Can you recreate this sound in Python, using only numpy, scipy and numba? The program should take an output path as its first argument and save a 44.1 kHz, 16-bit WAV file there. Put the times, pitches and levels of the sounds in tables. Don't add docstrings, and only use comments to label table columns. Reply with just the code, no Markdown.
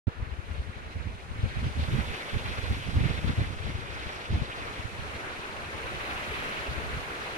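import sys
import numpy as np
from scipy import signal
from scipy.fft import rfft, irfft, next_fast_len
from scipy.io import wavfile
from scipy.ndimage import uniform_filter1d
from numba import njit

SR = 44100
rng = np.random.default_rng(int(sys.argv[2]) if len(sys.argv) > 2 else 0)


def store_pcm(level_fs):
    pcm = np.round(np.clip(level_fs, -1, 1) * 32767).astype(np.int16)
    wavfile.write(sys.argv[1], SR, np.atleast_2d(pcm).T)


N = 325017
TIME = np.arange(N) / SR
FFT_SIZE = next_fast_len(N)
FREQS = np.arange(FFT_SIZE // 2 + 1) * SR / FFT_SIZE

# time_s, rush_db, roar_db, hiss_db
TREETOP_WIND = [(0.1, -56.5, -46, -71.5), (0.55, -54.5, -48.5, -65), (0.8, -51.5, -46.5, -67),
                (1.3, -51.5, -48.5, -64.5), (1.5, -46.5, -43.5, -61), (1.72, -46.5, -43.5, -59.5),
                (1.82, -45, -42.5, -58), (1.95, -42.5, -39.5, -56.5), (2.25, -42.5, -39.5, -57.5),
                (2.7, -42.5, -41, -57), (2.86, -43.5, -43, -57.5), (3.05, -42, -40.5, -57.5),
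                (3.35, -43.5, -41, -58), (3.58, -46.5, -43.5, -60), (3.85, -45.5, -41.5, -61),
                (4.05, -42, -40.5, -58.5), (4.35, -45.5, -41, -60.5), (4.7, -43, -38.5, -58.5),
                (4.9, -45, -43, -58.5), (5.12, -44, -38.5, -58.5), (5.6, -44, -39.5, -58.5),
                (6.05, -41, -37.5, -56.5), (6.4, -39.5, -36.5, -56), (6.72, -41.5, -38, -57),
                (7.05, -42, -38, -57), (7.36, -40, -38, -57)]
# start_s, end_s, left_lag_ms, level_db, whistle_hz, whistle_re_twigs_db
NEAR_TREES = [(-.5, 1.65, 0.44, -5.5, 2400, -12), (1.6, 3.45, 0.35, -3, 3220, -12),
              (3.45, 4.75, 0.36, -2, 2610, -17), (4.9, 7.8, -0.2, -9.5, 2410, -14),
              (5.5, 6.9, -0.34, -13, 1230, -6), (5.95, 6.7, -0.28, -18, 2450, -8)]
# freq_hz, gain_db
FLUTTER_SPECTRUM = [(60, -15.5), (140, 3.5), (240, -0.5), (380, -9), (620, -19.5), (1500, -73)]


def forest(air, strong_db=-58, fine_growth=4.9, stir_db=-22, quiver_db=1.5):
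    # freq_hz, gain_db
    roar_spectrum = [(100, -3.5), (250, 1), (420, 5), (700, 2), (950, 2), (1520, 4), (2050, -2.5),
                     (3000, -7), (6000, -26)]
    rush_spectrum = [(600, -30), (1400, -7.5), (2000, 0.5), (2500, 0), (3100, -7.5), (4100, -7.5),
                     (5000, -19), (6500, -23), (9000, -58)]
    shrill_spectrum = [(2200, -24), (2900, 3), (3400, 9), (4100, -2), (4900, -2), (5800, -8.5), (8000, -38)]
    hiss_spectrum = [(3000, -21), (5000, -0.5), (6300, 2.5), (7500, -1.5), (9000, -0.5), (11500, -11),
                     (12800, -14), (13500, -26), (15500, -33)]
    fine_spectrum = [(8000, -10.5), (12000, -6.5), (13500, -11.5), (15500, -17)]
    # peak_s, length_s, rise_db
    surges = [(0.543, 0.1, 3), (1.046, 0.13, -0.5), (1.46, 0.14, 0.6), (1.67, .07, 2), (1.815, 0.072, 3),
              (2.15, 0.11, 1), (2.54, 0.073, 1.5), (2.734, 0.093, 1.6), (3.099, .1, 1.5), (3.29, 0.047, 3),
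              (3.417, .08, 2.5), (3.683, 0.094, 2.5), (4.04, .1, -0.5), (6.1, 0.08, 0.5), (6.59, 0.24, .7),
              (7.265, .1, 0.5)]
    rush_db, roar_db, hiss_db = curves(TREETOP_WIND)
    near_power = near_tree_power()
    surge_db = sum(db * gust_shape(peak_s, length_s) for peak_s, length_s, db in surges)
    twig_db = rush_db + surge_db
    quiver = undb(quiver_db * near_power * walk(rate_hz=85))
    stirred = air.mean(axis=0) * undb(stir_db)
    roar = foliage(roar_spectrum) * np.hypot(undb(roar_db + 0.75 * surge_db - 0.19), stirred)
    rush = foliage(rush_spectrum) * np.hypot(undb(twig_db - 1.13), stirred)
    shrill = foliage(shrill_spectrum) * near_power * undb(twig_db - 5.0)
    hiss = foliage(hiss_spectrum, near_db=-9) * undb(hiss_db + 0.32 * surge_db + 0.3)
    fine_db = strong_db + fine_growth * (hiss_db - strong_db)
    fine = unit(colour(horizon(), fine_spectrum)) * undb(fine_db - 11.5)
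    return sway(roar + rush + shrill + whistles(twig_db)) * quiver + hiss + fine


def foliage(spectrum, near_db=0):
    mix = horizon() + undb(near_db) * near_trees()
    power = 1 + undb(near_db) ** 2 * near_tree_power()
    return unit(colour(mix / np.sqrt(power), spectrum))


def horizon(port_spacing_ms=0.422):
    delays_s = port_spacing_ms / 1000 * np.cos(np.pi * (np.arange(24) + .5) / 24)
    hz = FREQS[::256]
    coherence = np.interp(FREQS, hz, np.cos(2 * np.pi * np.outer(hz, delays_s)).mean(axis=1))
    mid, side = rfft(rng.standard_normal((2, FFT_SIZE))) * np.sqrt([1 + coherence, 1 - coherence])
    return unit(irfft([mid + side, mid - side], FFT_SIZE)[:, :N])


def near_trees():
    return sum(undb(db) * crossing(start_s, end_s) * bearing(rng.standard_normal(N), lag_ms)
               for start_s, end_s, lag_ms, db, _, _ in NEAR_TREES)


def near_tree_power():
    return sum((undb(db) * crossing(start_s, end_s)) ** 2 for start_s, end_s, _, db, _, _ in NEAR_TREES)


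def sway(x, depth_db=1.84, rate_hz=90):
    spectrum, out = rfft(x, FFT_SIZE), 0
    half_octaves = np.clip(2 * np.log2((FREQS + 1) / 250), 0, 9)
    for band in range(10):
        share = np.maximum(1 - np.abs(half_octaves - band), 0)
        out = out + irfft(spectrum * share, FFT_SIZE)[:, :N] * undb(depth_db * walk(rate_hz))
    return out


def airflow(breeze_db=-49):
    # peak_s, length_s, level_db, left_minus_right_db
    gusts = [(0.283, 0.33, -42.5, 18), (0.605, 0.41, -42.5, 11.5), (1, 0.3, -35, -2),
             (1.452, 0.36, -36.5, 5.5), (1.643, 0.16, -32.5, -4), (1.813, 0.12, -33.5, -4),
             (1.942, 0.14, -30.5, -5.5), (2.092, 0.12, -37, -2), (2.352, 0.046, -29, -5.5),
             (2.48, 0.21, -34.5, 1), (2.72, 0.17, -34.5, 0.5), (3.016, 0.3, -31, -2.5),
             (3.18, 0.1, -36, -1), (3.281, 0.11, -28.5, 0.5), (3.405, 0.066, -30.5, 2),
             (3.503, 0.17, -38, -6), (3.68, 0.097, -33, 2), (3.777, 0.09, -39.5, 6), (3.965, 0.36, -42, 7),
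             (4.347, 0.095, -29, 0), (4.442, 0.082, -37.5, 12), (4.632, 0.15, -42, 3),
             (4.85, 0.12, -46, -16), (5.055, 0.22, -40.5, -5), (5.28, 0.12, -48, 0),
             (5.864, 0.46, -43.5, -0.5), (6.4, 0.6, -45, -2), (6.765, 0.2, -42.5, 6.5),
             (6.928, 0.19, -37, -3)]
    power = undb(breeze_db) ** 2
    for peak_s, length_s, db, pan_db in gusts:
        port_gains = undb([[db + pan_db / 2], [db - pan_db / 2]])
        power = power + (port_gains * gust_shape(peak_s, length_s)) ** 2
    return np.sqrt(power)


def rumble(air, waver_db=2.5, waver_hz=45, flutter_growth=1.53, strong_db=-32, rush_ref_db=-42):
    # freq_hz, gain_db
    rumble_spectrum = [(15, -7.5), (30, -19), (50, -0.5), (75, 0), (110, -5), (160, -16), (250, -23),
                       (450, -64)]
    flow_db = 20 * np.log10(air) + waver_db * np.array([walk(waver_hz), walk(waver_hz)])
    rush_db = curves(TREETOP_WIND)[0]
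    pressure = eddies(patchy_db=5.5, rate_hz=90, shared_gain=0.38)
    flutter_db = strong_db + flutter_growth * (flow_db - strong_db) + 0.58 * (rush_db - rush_ref_db)
    low = even_power(colour(pressure, rumble_spectrum)) * undb(flow_db - 1.0)
    flutter = even_power(colour(pressure, FLUTTER_SPECTRUM)) * undb(flutter_db - 10.5)
    return low + flutter


def buffets(wake_s=0.0094, crossing_s=0.0019, push_db=-3, wake_db=-14):
    # time_s, pitch_hz, length_cycles, left_db, right_db
    big_eddies = [(0.077, 99, 0.98, -36, -10.5), (0.228, 83, 0.57, -20, -19), (0.329, 64.7, 0.81, -21, -32),
                  (0.514, 75, 1.3, -21.5, -29), (0.602, 67.6, 0.65, -19, -18), (1.44, 88, 0.65, -12, -14),
                  (1.669, 127, 1.7, -19, -25), (1.799, 74.4, 1.9, -20, -22), (1.826, 79, .8, -27, -28),
                  (1.938, 117, 1.2, -18, -14.5), (2.012, 80, 1.1, -28, -19),
                  (2.363, 89.5, 0.84, -20.5, -21.5), (2.591, 80, 0.45, -25, -16.5),
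                  (2.642, 80.5, 0.63, -41, -18), (2.663, 90, 0.53, -30, -30), (2.709, 86, 0.67, -15, -15.5),
                  (2.974, 86, 0.76, -11.5, -11.5), (3.012, 117, 0.62, -14, -14),
                  (3.06, 150, 0.79, -35, -12), (3.11, 125, 0.58, -30, -16), (3.281, 87, 0.74, -18, -17),
                  (3.386, 100, 0.93, -13.5, -16.5), (3.414, 124, 0.59, -19.5, -15),
                  (3.472, 85, 0.65, -22, -38), (3.506, 85.6, 0.56, -44, -20), (3.61, 84.3, 1, -22.5, -45),
                  (3.698, 126, 0.67, -19, -25), (3.757, 75, 0.77, -21.5, -26), (3.904, 79.5, .8, -26, -44),
                  (4.317, 82, 0.47, -28, -16), (4.345, 80.6, 1.2, -15, -19), (4.379, 185, 0.91, -22, -23),
                  (4.422, 110, 0.51, -14.5, -22), (4.8, 75, 0.52, -24, -31), (6.693, 70, 0.79, -28, -24),
                  (6.949, 75.4, 0.52, -27, -22)]
    out = np.zeros((2, N))
    pressure = eddies(patchy_db=7.5, rate_hz=320, shared_gain=0.15)
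    wake = unit(colour(pressure, FLUTTER_SPECTRUM)) * undb(wake_db)
    leads_s = crossing_s * rng.choice([-1, 1], len(big_eddies))
    for (time_s, hz, cycles, left_db, right_db), lead_s in zip(big_eddies, leads_s):
        span = np.abs(TIME - time_s) < .05
        t = TIME[span] - time_s + np.array([[lead_s], [-lead_s]]) / 2
        push = undb(push_db) * np.cos(2 * np.pi * hz * t) * np.exp(-(hz * t / cycles) ** 2)
        ragged = hz / 125 * wake[:, span] * np.exp(-(t / wake_s) ** 2)
        out[:, span] += undb([[left_db], [right_db]]) * (push + ragged)
    return out


def eddies(patchy_db, rate_hz, shared_gain):
    left, right, both = (rng.standard_normal(N) * undb(patchy_db * walk(rate_hz)) for _ in range(3))
    return np.array([left, right]) + shared_gain * both


def whistles(twig_db, width=0.36, octaves_per_db=0.14):
    out = np.zeros((2, N))
    for start_s, end_s, lag_ms, _, hz, db in NEAR_TREES:
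        gain = crossing(start_s, end_s)
        octaves = octaves_per_db * (twig_db - np.average(twig_db, weights=gain))
        pitch_hz = hz * 2 ** np.clip(octaves, -1, 1)
        voice = resonate(resonate(rng.standard_normal(N), pitch_hz, width), pitch_hz, width)
        out += undb(twig_db + db) * gain * bearing(unit(voice), lag_ms)
    return out


def gust_shape(peak_s, length_s):
    return .5 ** (np.abs(2 * (TIME - peak_s) / length_s) ** 3)


def crossing(start_s, end_s, fade_s=0.52):
    return np.sqrt(np.clip(.5 + np.minimum(TIME - start_s, end_s - TIME) / fade_s, 0, 1))


def bearing(x, lag_ms):
    late = rfft(x, FFT_SIZE) * np.exp(-2j * np.pi * FREQS * lag_ms / 1000)
    return np.array([irfft(late, FFT_SIZE)[:N], x])


def even_power(x, window_s=.07):
    size = int(window_s * SR)
    power = uniform_filter1d(uniform_filter1d(x ** 2, size), size)
    return unit(x / np.sqrt(power + 1e-18))


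@njit
def resonate(x, hz, width):
    y, band, low = np.empty(len(x)), 0., 0.
    for i in range(len(x)):
        g = np.tan(np.pi * hz[i] / SR)
        v = (band + g * (x[i] - low)) / (1 + g * (g + width))
        band, low, y[i] = 2 * v - band, low + 2 * g * v, width * v
    return y


def colour(x, spectrum):
    hz, db = np.transpose(spectrum)
    gain = undb(np.interp(np.log(FREQS + 1), np.log(hz), db)) / np.maximum(FREQS / hz[-1], 1) ** 2
    return irfft(rfft(x, FFT_SIZE) * gain, FFT_SIZE)[..., :N]


def walk(rate_hz):
    hold = max(int(SR / rate_hz), 1)
    steps = np.repeat(rng.standard_normal(N)[:N // hold + 1], hold)
    return unit(uniform_filter1d(uniform_filter1d(steps, hold), hold)[:N])


def curves(table):
    time_s, *columns = np.transpose(table)
    return [np.interp(TIME, time_s, column) for column in columns]


def undb(db):
    return 10 ** (np.asarray(db) / 20)


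def unit(x):
    return x / np.sqrt(np.mean(x ** 2))


def scene():
    air = airflow()
    return forest(air) + rumble(air) + buffets()


def record(dry, start_s=.069, top_hz=15500):
    # freq_hz, gain_db
    right_duct = [(6000, 0), (7000, -4), (8000, -2), (9000, 2), (10000, 1), (11000, 6), (12500, 0),
                  (15000, -4)]
    opening = np.clip((TIME - start_s) / .002, 0, 1)
    ports = np.array([dry[0], colour(dry[1], right_duct)]) * opening
    return signal.sosfilt(signal.ellip(10, .2, 80, top_hz, fs=SR, output="sos"), ports)


dry = scene()
out = record(dry)
store_pcm(out)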